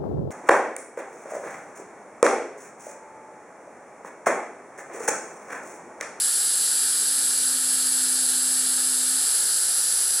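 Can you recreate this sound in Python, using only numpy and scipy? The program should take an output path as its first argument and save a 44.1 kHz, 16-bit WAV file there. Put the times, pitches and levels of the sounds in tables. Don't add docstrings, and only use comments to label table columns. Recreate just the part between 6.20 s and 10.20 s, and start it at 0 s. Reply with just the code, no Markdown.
import sys
import numpy as np
from scipy import signal
from scipy.fft import rfft, irfft
from scipy.io import wavfile
from scipy.ndimage import uniform_filter1d

SR = 44100
rng = np.random.default_rng(int(sys.argv[2]) if len(sys.argv) > 2 else 0)


def put_to_file(sound):
    columns = np.atleast_2d(sound).T
    safe = np.clip(columns, -1, 1)
    whole_steps = np.round(safe * 32767)
    wavfile.write(sys.argv[1], SR, whole_steps.astype(np.int16))


N = 176400
TIME = np.arange(N) / SR

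# t/s, clearance/0-1
BUR_CLEARANCE = [(0, 0.1), (.6, 0.2), (2.9, 0), (3.25, .5), (3.6, 1), (4, 1)]


def amp(db):
    return 10 ** (np.asarray(db) / 20)


def unit(x):
    return x / np.sqrt(np.mean(x ** 2) + 1e-20)


def curve(points):
    return np.interp(TIME, *np.transpose(points))


def equalise(x, bands):
    band_hz, band_db = np.transpose(bands)
    hz = np.fft.rfftfreq(N, 1 / SR)
    gain = amp(np.interp(np.log(hz + 1), np.log(band_hz + 1), band_db))
    return irfft(rfft(x) * gain, N)


def wander(rate_hz):
    hz = np.fft.rfftfreq(N, 1 / SR)
    roll_off = np.exp(-(hz / rate_hz) ** 2) * (hz > 0)
    return unit(irfft(rfft(rng.standard_normal(N)) * roll_off, N))


def turbulence(resonances):
    patch_db = 0.5
    noise_grid = signal.stft(rng.standard_normal(N), nperseg=256)[2]
    patches = uniform_filter1d(rng.standard_normal(noise_grid.shape), size=9, axis=0)
    patches = unit(uniform_filter1d(patches, size=10, axis=1))
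    noise = signal.istft(noise_grid * amp(patch_db * patches), nperseg=256)[1][:N]
    return unit(equalise(noise, resonances))


def air_jet():
    # f/Hz, level/dB
    hiss_eq = [(700, -51), (1100, -27), (1300, -17.5), (1680, -14.5), (1850, -19), (2000, -26), (2130, -28),
               (2250, -31), (2400, -27), (2520, -27), (2800, -20), (3500, -17.5), (4250, -10.5),
               (4750, -8.5), (5300, -12), (5550, -16.5), (6900, -13.5), (7250, -10), (7570, -2.5),
               (7850, -1.5), (8100, -5), (8350, -3), (9250, -9.5), (10100, -2.5), (10600, 1.5),
               (11000, -5.5), (11700, -18), (12900, -27), (13500, -20), (13800, -15.5), (14100, -23),
               (14400, -23), (15000, -34)]
    # f/Hz, level/dB
    clear_eq = [(1800, 0), (3700, -1.5), (5450, 0.5), (5850, 2.5), (6400, -0.5), (7700, 0), (8400, -2.5),
                (9300, 1), (11400, 0), (12500, 2.5), (13900, -1.5)]
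    # f/Hz, level/dB
    rush_eq = [(12, -8), (30, -14), (85, -20), (135, -12), (185, -10), (230, -6), (365, -7.5), (425, -0.5),
               (470, -5.5), (550, -3), (650, -7.5), (770, -1.5), (870, -1.5), (1040, -10.5), (1200, -8.5),
               (1600, -27.5)]
    hiss_db, rush_db = -22, -49
    swell_db, flutter_db = -0.09, 0.1
    lift_s, lift_width_s, hiss_lift_db, rush_lift_db = 3.16, 0.13, 0.6, 2.4
    flow = amp(swell_db * wander(rate_hz=5) + flutter_db * wander(rate_hz=80))
    lift = np.exp(-((TIME - lift_s) / lift_width_s) ** 2)
    clearance = curve(BUR_CLEARANCE)
    hiss = turbulence(hiss_eq)
    hiss = (1 - clearance) * hiss + clearance * equalise(hiss, clear_eq)
    hiss *= amp(hiss_db + hiss_lift_db * lift)
    rush = amp(rush_db + rush_lift_db * lift) * turbulence(rush_eq)
    return flow * (hiss + rush)


def spindle():
    # t/s, f/Hz
    rotation = [(0, 269.4), (.6, 263.3), (1.0, 260.6), (1.9, 257.3), (2.4, 257.6), (2.85, 257.0),
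                (3.2, 264.9), (3.55, 270.0), (4, 272.4)]
    # t/s, pressure/0-1
    bur_pressure = [(0, 0.19), (.25, 0.08), (.7, 0.31), (1.1, 0.5), (1.65, 0.98), (2.5, 1.0), (2.94, 1),
                    (3.03, 0.3), (3.2, .04), (4, 0.07)]
    orders = [1, 2, 8, 9, 14, 18, 20.3, 21.65, 22.65, 25.08, 25.65, 27.08, 44, 45.6, 46.8]
    free_levels = [-73, -62.5, -59, -63, -65, -45.5, -62, -65, -50.5, -56, -56, -61, -53, -62, -57, -68]
    cutting_levels = [-46, -70, -66, -59.5, -54.5, -76, -52, -60, -69, -49, -59, -51, -59, -63, -63]
    body_hz, body_width_hz, body_db = 2360, 52, 5.5
    waver_hz, whine_waver_db, hum_waver_db = 6.7, 1.4, 0.6
    whistle_order, whistle_db = 21.33, -46.5
    speed_hz, pressure = curve(rotation), curve(bur_pressure)
    jitter = 1 + 0.00026 * wander(rate_hz=21)
    turns = np.cumsum(speed_hz * jitter) / SR
    tones = np.zeros(N)
    for order, free_db, cutting_db in zip(orders, free_levels, cutting_levels):
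        level = (1 - pressure) * amp(free_db) + pressure * amp(cutting_db)
        detuning = (order * speed_hz - body_hz) / body_width_hz
        body_gain = amp(body_db / (1 + detuning ** 2))
        waver_db = hum_waver_db if order == 1 else whine_waver_db
        waver = amp(waver_db * wander(waver_hz))
        tone = np.sin(2 * np.pi * (order * turns + rng.random()))
        tones += level * body_gain * unit(waver * tone)
    waver = amp(whine_waver_db * wander(waver_hz))
    whistle = unit(waver * np.sin(2 * np.pi * whistle_order * turns))
    return tones + amp(whistle_db) * curve(BUR_CLEARANCE) * whistle


def workshop_drone():
    # f/Hz, level/dB
    machine_tones = [(100, -75.5), (200, -75.5), (333.5, -65), (409, -67)]
    drone = np.zeros(N)
    for hz, db in machine_tones:
        drone += amp(db) * unit(np.sin(2 * np.pi * (hz * TIME + rng.random())))
    return drone


def scene():
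    mono = air_jet() + spindle() + workshop_drone()
    return np.array([mono, mono])


def record(dry):
    cutoff_hz = 14650
    low_pass = signal.firwin(401, cutoff_hz, window=("kaiser", 9), fs=SR)
    return signal.oaconvolve(dry, low_pass[None], "same")


dry = scene()
out = record(dry)
put_to_file(out)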